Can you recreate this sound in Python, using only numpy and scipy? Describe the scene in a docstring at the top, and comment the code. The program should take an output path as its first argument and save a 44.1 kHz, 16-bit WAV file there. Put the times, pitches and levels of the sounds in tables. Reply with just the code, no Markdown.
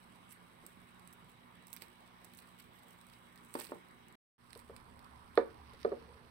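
"""Claws scrape softly, then tick: a small turtle walks over a wooden floor, close by and then across the room.
The two stretches are parted by a short silence. Claws are noise in a few resonances; the shell knocks
the boards, which ring as fading sines, and its sliding makes them murmur. Behind this are shaped noise as room
hiss, narrow whistles close by and mains hum; across the room something sparks once per mains cycle,
with a weaker spark before it, over a low drone made of two beating tones."""
import sys
import numpy as np
from scipy import signal
from scipy.fft import rfft, irfft, next_fast_len
from scipy.io import wavfile
from scipy.ndimage import uniform_filter1d, map_coordinates

SR = 44100
rng = np.random.default_rng(int(sys.argv[2]) if len(sys.argv) > 2 else 0)


def makeup_ratio(level_db):
    """Linear amplitude ratio for a level in decibels (20 dB per factor of ten)."""
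    decades = np.asarray(level_db, float) / 20
    return 10 ** decades


def digitize_waveform(pressure):
    """Quantize a signal to 16-bit integers and store it at the path in sys.argv[1].

    Rows of a 2-D input are taken as channels; values are limited to [-1, 1].
    """
    field = np.atleast_2d(pressure).T
    bounded = np.clip(field, -1, 1)
    quanta = np.round(bounded * 32767).astype(np.int16)
    wavfile.write(sys.argv[1], SR, quanta)


N = 278071  # length in samples
FAR = np.arange(N) > 4.25 * SR  # true in the stretch across the room


def unit(x):
    """Scale to rms 1."""
    return x / np.sqrt(np.mean(x ** 2, -1, keepdims=True) + 1e-20)


def along(f, v, hz):
    """Values read on a log frequency axis."""
    return np.interp(np.log(hz + 1), np.log(np.add(f, 1)), v)


def wobble(rate):
    """A smooth random curve of rms 1, with rate knots a second."""
    knots = rng.standard_normal(int(N * rate / SR) + 4)
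    return unit(map_coordinates(knots, [np.arange(N) * rate / SR]))


def filtered(x, response):
    """x times a complex response of frequency."""
    n = x.shape[-1]
    m = next_fast_len(2 * n if n < SR else n + SR // 2)  # zeros at the end give the ringing room
    return irfft(rfft(x, m) * response(np.fft.rfftfreq(m, 1 / SR)), m)[..., :n]


def resonance(hz, width):
    """A causal resonance, applied twice for steep sides."""
    return lambda f: (1j * f * width / (hz * hz - f * f + 1j * f * width)) ** 2


def swell(s, fade_s):
    """A gain that is 1 at s, straight in dB: 20 dB of fading take fade_s, the rise takes 0.54 of that.

    A negative fade_s turns time round: a slow rise, then a quicker fade."""
    u = (np.arange(N) / SR - s) / fade_s
    return makeup_ratio(20 * np.minimum(-u, u / 0.54))


def add(track, s, sound):
    """Mix a stereo sound in at a time."""
    track[:, round(s * SR):][:, :sound.shape[1]] += sound


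# how long the room rings: f/Hz, time to fall by 60 dB/s
ROOM_RINGING = [(200, 0.42), (500, 0.22), (2000, 0.23), (5000, 0.142), (12000, 0.051)]


def echo(size):
    """A fresh stereo room tail, left energy 1: noise in which each frequency dies at its own speed."""
    hz, t, z = signal.stft(rng.standard_normal((2, size)), SR, nperseg=256)
    t60 = along(*np.transpose(ROOM_RINGING), hz)[:, None]
    tail = signal.istft(z * makeup_ratio(-60 * t / t60), SR, nperseg=256)[1]
    return np.pad(tail, [(0, 0), (250, 0)]) / np.linalg.norm(tail[0])  # starts 250 samples late


def in_room(sound, wet_db):
    """The sound and its reverberation."""
    wet = signal.fftconvolve(sound, echo(size=SR // 3), axes=1)
    wet *= makeup_ratio(wet_db)
    add(wet, 0, sound)
    return wet


# room hiss in a band of 1 Hz: f/Hz, left level/dB and right level/dB close by, then the same two across the room
HISS_LEVELS = [(25.25, -103, -105, -91, -99), (81.4, -99, -92.5, -86, -86.5), (198, -96.5, -89, -96.5, -89),
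               (560, -102, -99, -99, -99), (1010, -94, -91.5, -96.5, -86), (1400, -98.5, -97.5, -99, -94.5),
               (2194, -100, -100, -109, -100), (2420, -109, -101, -111, -105),
               (3470, -120, -102, -118, -105), (3900, -114, -107, -114, -107),
               (5250, -122, -113, -123, -113), (7700, -116, -111, -115, -113),
               (10600, -124, -117, -124, -116), (14500, -128, -117, -130, -120)]
# how much both ears share: f/Hz, likeness (0 to 1)
EAR_LIKENESS = [(60, 0.38), (250, 1), (500, 0.48), (1100, 0.26), (2200, 0.11), (3500, 0.039)]


def hiss():
    """Room noise in faint patches, partly shared by both ears; the shared part reaches the right one first."""
    z = signal.stft(rng.standard_normal((2, N)), nperseg=512)[2]
    field = rng.standard_normal(z.shape[1:])
    field = uniform_filter1d(uniform_filter1d(field, 6, 0), 10, 1)
    patchy = z * makeup_ratio(2.0 * field / field.std())
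    right, own = signal.istft(patchy, nperseg=512)[1][:, :N] * np.sqrt(SR / 2)

    def alike(f):
        return np.clip(along(*np.transpose(EAR_LIKENESS), f), 0, 1)

    left = filtered(right, lambda f: alike(f) * np.exp(-2j * np.pi * f * 0.00043))  # 0.43 ms late
    left = left + filtered(own, lambda f: np.sqrt(1 - alike(f) ** 2))
    both = np.array([left, right])
    hz, *db = np.transpose(HISS_LEVELS)
    near = filtered(both, lambda f: makeup_ratio([along(hz, v, f) for v in db[:2]]))
    far = filtered(both, lambda f: makeup_ratio([along(hz, v, f) for v in db[2:]]))
    return np.where(FAR, far, near)


# narrow whistles in the room noise close by: f/Hz, width/Hz, left level/dB, right level/dB
WHISTLE_BANDS = [(1146, 160, -91, -75.5), (2215, 95, -75.5, -91.5), (2910, 64, -99, -82.5),
                 (3876, 80, -106, -77)]


def whistles():
    """Noise squeezed into narrow bands sounds like a whistle; partly alike in both ears."""
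    air = rng.standard_normal((2, N))
    air[0] += 0.28 * air[1]
    bands = [makeup_ratio(np.c_[db]) * unit(filtered(air, resonance(hz, width))) for hz, width, *db in WHISTLE_BANDS]
    return ~FAR * sum(bands)


MAINS_HZ = 60.04
# mains hum: multiple of the mains pitch, left level/dB and right level/dB close by, then the same two far off
HUM_PARTS = [(1, -79, -85.5, -94, -94), (2, -79, -74.5, -78, -72), (3, -79.5, -67.5, -95, -72.5),
             (4, -77.5, -71, -77.5, -67), (6, -91, -78.5, -96, -92), (7, -97.5, -85.5, -79, -82.5),
             (9, -105.5, -80, -85.5, -87)]


def hum():
    """Sines at multiples of the mains pitch, wavering a little in strength and phase."""
    t = np.arange(N) / SR
    total = 0
    for multiple, *db in HUM_PARTS:
        level_db = np.where(FAR, np.c_[db[2:]], np.c_[db[:2]]) + 1.5 * wobble(14)
        phase = 0.32 * wobble(6) + rng.uniform(0, 2 * np.pi) + [[-.6], [0]]  # the left ear lags
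        total = total + np.sqrt(2) * makeup_ratio(level_db) * np.sin(2 * np.pi * multiple * MAINS_HZ * t + phase)
    return total


def sparks():
    """Across the room, a fading burst of noise in each mains cycle and a weaker one 0.3 cycle before it."""
    t = np.arange(N) / SR
    spark_s = 4.8281  # moment of one of the stronger sparks

    def since(shift):
        return ((t - spark_s) * MAINS_HZ + shift) % 1 / MAINS_HZ

    gate = makeup_ratio(-60 * since(0) / .004) + makeup_ratio(-9 - 60 * since(.3) / .004)
    crackle = gate * np.sign(rng.standard_normal(N)) * makeup_ratio(1.5 * wobble(30))
    return FAR * unit(filtered(crackle, resonance(8500, 2400))) * makeup_ratio([[-89], [-77]])


# strength of the drone at the crest of its beat: t/s, level/dB
DRONE_STRENGTH = [(4.4, -90), (4.7, -67), (5.1, -64.5), (5.4, -66.5), (5.63, -59.5), (5.9, -62.5),
                  (6.1, -64.5), (6.3, -67)]


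def drone():
    """Two close low tones beat: together they are one wavering tone that swells and sinks."""
    t = np.arange(N) / SR
    pitch_hz, beat_hz, beat_peak_s = 71.5, 4.25, 5.4
    tone = np.sin(2 * np.pi * pitch_hz * t + 0.7 * wobble(10))
    beating = tone * np.cos(np.pi * beat_hz * (t - beat_peak_s))
    strength = makeup_ratio(np.interp(t, *np.transpose(DRONE_STRENGTH)))
    return FAR * np.sqrt(2) * strength * beating * makeup_ratio([[-.7], [.7]])


# the boards murmur under the sliding shell: t/s, level/dB, time to fade by 20 dB/s
SLIDES = [(5.98, -68, 0.16), (6.09, -64, 0.27), (6.22, -70.5, .25)]


def slide():
    """Soft rubbing noise fills a board resonance near 460 Hz."""
    rub = unit(filtered(rng.standard_normal(N), resonance(460, 150)))
    return sum(makeup_ratio(db) * swell(s, fade_s) for s, db, fade_s in SLIDES) * rub * makeup_ratio([[-1.5], [1.5]])


# claw resonances, for drags and ticks alike: f/Hz, width/Hz, left ear level against the right/dB
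# in this order: the main part (8 kHz), the top part (12 kHz) and two low parts (4 and 2.4 kHz)
CLAW_RESONANCES = [(8070, 3530, -23.5), (12100, 10000, -16), (4080, 2770, -22.5), (2400, 2420, -9)]
# claw drags: t/s of the peak, level/dB, time to fade by 20 dB/s, top part level/dB, low parts level/dB
# (part levels are added to the first level; scrape() then trims them)
CLAW_DRAGS = [(0.1, -69.5, 1.7, -11, 8), (0.313, -53, 0.06, -20, 0), (0.452, -72.5, 1.76, -16.5, 8),
              (0.692, -65, 0.2, -4, 2), (1.07, -70, 0.63, -5.5, 3.5), (1.298, -67, 0.1, -9, 5),
              (1.75, -60, 0.28, -3.5, -2), (1.814, -58.5, 0.07, 0, 10.5), (1.901, -75, 2.3, -3.5, 12),
              (2.27, -68.5, 0.3, -3, 10), (2.392, -66, 0.43, -5, 8), (2.6, -60, 0.05, 0.5, 10),
              (2.92, -67.5, -0.8, -2, 6), (2.76, -72.5, -0.1, 6.5, -2), (3.1, -67.5, 0.3, -6, 6),
              (3.361, -69, 0.9, -5, -1), (3.55, -60, 0.38, -6, 0), (3.601, -45.5, 0.1064, -1, 5.5),
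              (3.69, -57, 0.07, -4.5, 10.5), (3.948, -74, 0.2, -8, -9), (4.449, -70, 0.77, -12, 12.5),
              (4.57, -63.5, 0.34, -6, 4), (5.119, -73.5, 1.6, -8, -8), (5.379, -62, 0.05, -5, 15),
              (5.815, -68, -0.05, -7, 9.5), (5.898, -81.5, -2.3, -6, 26)]


def scrape():
    """Dragging claws: dense tiny slips of uneven size ring in the claw resonances."""
    slips = rng.standard_normal((2, N)) * makeup_ratio(3.5 * wobble(400) + 1.8 * wobble(70))
    parts = [makeup_ratio([[left_db + 4.5], [0]]) * unit(filtered(slips, resonance(hz, width)))
             for hz, width, left_db in CLAW_RESONANCES]
    levels_db = np.array([(db + 2.5, db + top_db, db + low_db - 15.0, db + low_db - 10.5)
                          for _, db, _, top_db, low_db in CLAW_DRAGS])
    # the drags overlap, so their powers add up
    power = makeup_ratio(levels_db.T) ** 2 @ [swell(s, fade_s) ** 2 for s, _, fade_s, *_ in CLAW_DRAGS]
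    return sum(np.sqrt(p) * part for p, part in zip(power, parts))


def faint_ticks():
    """45 rows like those of the clear ticks, at random times, denser where the dragging is strong."""
    count = 45
    dragging = sum(makeup_ratio(db) * swell(s, fade_s) for s, db, fade_s, *_ in CLAW_DRAGS)
    busy = np.cumsum(np.sqrt(dragging))
    when = np.interp(rng.random(count), busy / busy[-1], np.arange(N) / SR)
    return np.c_[when, np.tile([-59.5, -4.5, -15], (count, 1))]  # main, top and low part dB


# clear claw ticks: t/s, main part peak level/dB (right ear, before the echo),
# top part level/dB and low parts level/dB, both added to the first level
CLEAR_TICKS = [(0.3013, -56, 7.5, -10), (0.324, -49.5, 12.5, -16), (0.3298, -55.5, 16, -18),
               (0.665, -31, -0.5, -13.5), (0.9958, -45, -11, -8), (1.0754, -34, -19, -14),
               (1.128, -39, -13.5, -11.5), (1.1341, -46.5, 9, -10), (1.2464, -50.5, -5.5, -13),
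               (1.296, -53, 6, -8), (1.67, -37, -2, -15.5), (1.682, -41, -2, -9), (1.7301, -27, -0.5, -6),
               (1.7369, -46, 17, -4), (1.7647, -32.5, 2.5, -5), (1.7708, -44, -4.5, 6.5),
               (1.8213, -30, 0.5, -4.5), (1.8829, -43.5, -6, -8), (2.0767, -48, -7, -7.5),
               (2.246, -39.5, 1, -7), (2.25, -41, -1, -16), (2.3367, -39, -1, -7), (2.3494, -40.5, -4, -15),
               (2.3728, -40, -9.5, -17), (2.3799, -42, 3.5, -7), (2.3885, -37, -7.5, -5),
               (2.402, -44, 1.5, -15), (2.625, -47, -2, -12), (2.884, -44, -1.5, -12),
               (2.908, -43, -6, -27), (2.9296, -47, -8.5, -19), (3.0131, -42.5, -3.5, -5),
               (3.068, -44, -3.5, -10), (3.099, -45, -5.5, -4), (3.1362, -45.5, -4, -0.5),
               (3.3585, -41.5, -6, -7), (3.3768, -49, -13, 4), (3.4486, -44.5, -0.5, -6),
               (3.5407, -25.5, -2, -12.5), (3.5447, -37, -7.5, -3), (3.5547, -33, -9, -5),
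               (3.56, -45.5, -16, 3), (3.5853, -37.5, -14.5, -20), (3.591, -42.5, -16, -7.5),
               (3.5947, -37.5, -6.5, 3), (3.5997, -26, -7, -16), (3.6089, -43, -11, 8.5),
               (3.616, -47, -4, -2), (3.6377, -35.5, -3, -19), (3.6444, -37, -7, -0.5),
               (3.6503, -34.5, -6.5, -9), (3.669, -42, -2, 2.5), (3.7145, -44.5, -3.5, -13.5),
               (3.8857, -50.5, 3, -6.5), (3.912, -47, -12.5, -12.5), (4.0838, -42, -5, -16),
               (4.125, -44.5, -11, -11), (4.5059, -42.5, -12, -1), (4.5312, -33, -17, -1.5),
               (4.552, -45.5, -14, 4.5), (4.5756, -38.5, 1.5, -13), (4.5923, -39, -18, -5.5),
               (4.7646, -37, -8, -4.5), (4.9927, -44.5, -3, -3), (5.045, -47.5, -7.5, -2),
               (5.3552, -41.5, -17, -3), (5.3774, -53, -15, 19.5), (5.7358, -46, -10, -2),
               (5.8023, -53, -12, 4), (5.815, -50, -9, 6), (5.8307, -56.5, -2.5, 17)]


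def ticks():
    """A tick is a very short noise burst with a weak tail in the claw resonances, mostly on the right."""
    out, t = np.zeros((2, N + SR)), np.arange(600) / SR
    onset = 1 - np.exp(-t / 0.00023)
    fading = makeup_ratio(-60 * t / 0.0018) + makeup_ratio(-16.5 - 60 * t / 0.02)
    for s, db, top_db, low_db in [*CLEAR_TICKS, *faint_ticks()]:
        snap = rng.standard_normal((2, len(t)))
        snap[0] = 0.28 * snap[1] + 1.7 * snap[0]  # the ears are partly alike
        burst = snap * onset * fading
        tick = 0
        for (hz, width, left_db), part_db in zip(CLAW_RESONANCES, (0, top_db, low_db, low_db - 4)):
            ring = filtered(burst, resonance(hz, width))
            ring = ring / abs(ring).max(1, keepdims=True)
            tick = tick + makeup_ratio([[left_db], [0]]) * makeup_ratio(db + part_db) * ring
        add(out, s - .0004, in_room(tick, wet_db=-12.5))
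    return out[:, :N]


# shell knocks: t/s, peak level/dB before the echo, contact sharpness f/Hz, left against right level/dB, left lag/ms
SHELL_KNOCKS = [(0.638, -54, 500, -1, 0.096), (1.8212, -51, 2510, -9, 0.12),
                (3.5518, -28.5, 1310, 0.5, -0.29), (3.592, -43, 1200, -9, -0.21),
                (3.608, -40.5, 1800, -1, 0.053), (3.694, -49, 600, 6, 0.038), (3.706, -49, 600, -2, 0),
                (3.7192, -30, 1180, -1.5, -0.21), (3.734, -44, 500, -4, -0.037),
                (4.557, -45.5, 920, -1, 0.031), (4.695, -42, 1060, 1, -0.057),
                (5.3745, -12, 1400, -3.5, -0.083), (5.733, -53, 700, 0, -0.089),
                (5.8473, -21.5, 790, -3, -0.29), (5.8523, -25.5, 440, -2.5, -0.3),
                (5.9169, -29.5, 550, -2.5, 0.26), (5.9222, -29.5, 396, -2.5, 0.12),
                (5.966, -49, 700, 4, -0.083)]
# floor boards: f/Hz, then time to fall by 60 dB/s and level/dB struck close by, then the same two across the room
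BOARD_TONES = [(235.5, 0.035, -25, 0.12, -15), (278.6, 0.042, -8, 0.079, -12),
               (349.3, 0.024, 1.5, 0.067, -8.5), (413, 0.038, -7, 0.039, 5.5),
               (455, 0.064, -12.5, 0.069, 1), (541.5, 0.011, 6.5, 0.073, -4), (730.5, 0.0097, 1, 0.044, -8),
               (913, 0.03, -9.5, 0.068, -16), (995, 0.016, -5.5, 0.13, -23.5), (1180, 0.0037, -2, 0.017, 0),
               (1498, 0.01, -6, 0.022, -6), (1740, 0.011, -4, 0.013, -0.5), (2325, 0.0042, -2, 0.017, -10),
               (3660, .008, -13.5, 0.013, -3.5), (4160, .006, -20, 0.0067, 6)]
# bending waves come late by this over the root of f/Hz: close by, across the room [s times root of Hz]
WAVE_DELAY = [0.012, 0.0353]


def knocks():
    """A blow rings the boards; treble travels faster in wood and arrives first; soft contact drops the treble."""
    out, t = np.zeros((2, N + SR)), np.arange(SR // 5) / SR
    hz, *spots = np.transpose(BOARD_TONES)[:, :, None]
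    for s, db, sharp_hz, pan_db, lag_ms in SHELL_KNOCKS:
        far = int(FAR[round(s * SR)])
        t60, level_db = spots[2 * far:][:2]
        gain = makeup_ratio(level_db + rng.normal(0, 1, hz.shape)) / (1 + (hz / sharp_hz) ** 2)
        delay = WAVE_DELAY[far] / np.sqrt(hz) - WAVE_DELAY[far] / 70  # none at 4900 Hz
        ears = []
        for lag, shade_hz in ((lag_ms / 1000, 1100), (0, 9000)):  # the left ear is shaded from the treble
            u = np.maximum(t - .0005 - lag - delay, 0)  # time since each tone arrived
            ring = np.sin(2 * np.pi * hz * u) * makeup_ratio(-60 * u / t60) * (1 - np.exp(-u * hz / 0.97))
            ears.append(np.sum(gain * ring / np.sqrt(1 + (hz / shade_hz) ** 2), 0))
        ears = filtered(np.array(ears), lambda f: (1j * f / (230 + 1j * f)) ** 4)  # boards radiate no deep bass
        ears = ears / abs(np.mean(ears, 0)).max()
        blow = makeup_ratio(db + np.array([[pan_db], [-pan_db]]) / 2) * ears
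        add(out, s - .0005, in_room(blow, wet_db=(-10.5, -13)[far]))
    return out[:, :N]


# steady sounds end here: f/Hz, left row and right row
TREBLE_END = [
    [14900],
    [15800],
]


def scene():
    """All sources; steady treble ends near 15 to 16 kHz, a little lower on the left, and only a trace of the
    ticks passes it."""
    steady = hiss() + whistles() + hum() + sparks() + drone() + slide() + scrape()
    steady = filtered(steady, lambda f: f < np.array(TREBLE_END))
    claws = filtered(ticks(), lambda f: np.where(f < TREBLE_END[1][0], 1, makeup_ratio(-23.5)))
    return steady + claws + knocks()


def muting():
    """Off between the two stretches, then back in a quick and a slow step of fading in."""
    t = np.arange(N) / SR
    cut_s, resume_s = 4.1545, 4.381
    since = np.maximum(t - resume_s, 0)
    fade_in = makeup_ratio(-9 * np.exp(-since / 0.009) - 7 * np.exp(-since / 0.08))  # dB steps, times in s
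    return np.where(t < cut_s, 1, (since > 0) * fade_in)


# microphone ports, left and right: notch f/Hz, depth/Hz, width/Hz (depth over width is the gain at the bottom)
PORT_NOTCHES = [(6930, 210, 1400), (6850, 51, 2640)]


def port_notch(f):
    """A port resonance near 7 kHz takes a notch out of the sound at each microphone."""
    return [(c * c - f * f + 1j * f * deep) / (c * c - f * f + 1j * f * wide) for c, deep, wide in PORT_NOTCHES]


def top_cut(x):
    """Nothing passes above the cut-off."""
    return signal.sosfilt(signal.butter(12, 16820, fs=SR, output="sos"), x)


def record(dry):
    """Each microphone port has a notch near 7 kHz; the sound is muted between the two stretches."""
    heard = filtered(dry, port_notch)
    return top_cut(heard * muting())


dry = scene()
out = record(dry)
digitize_waveform(out)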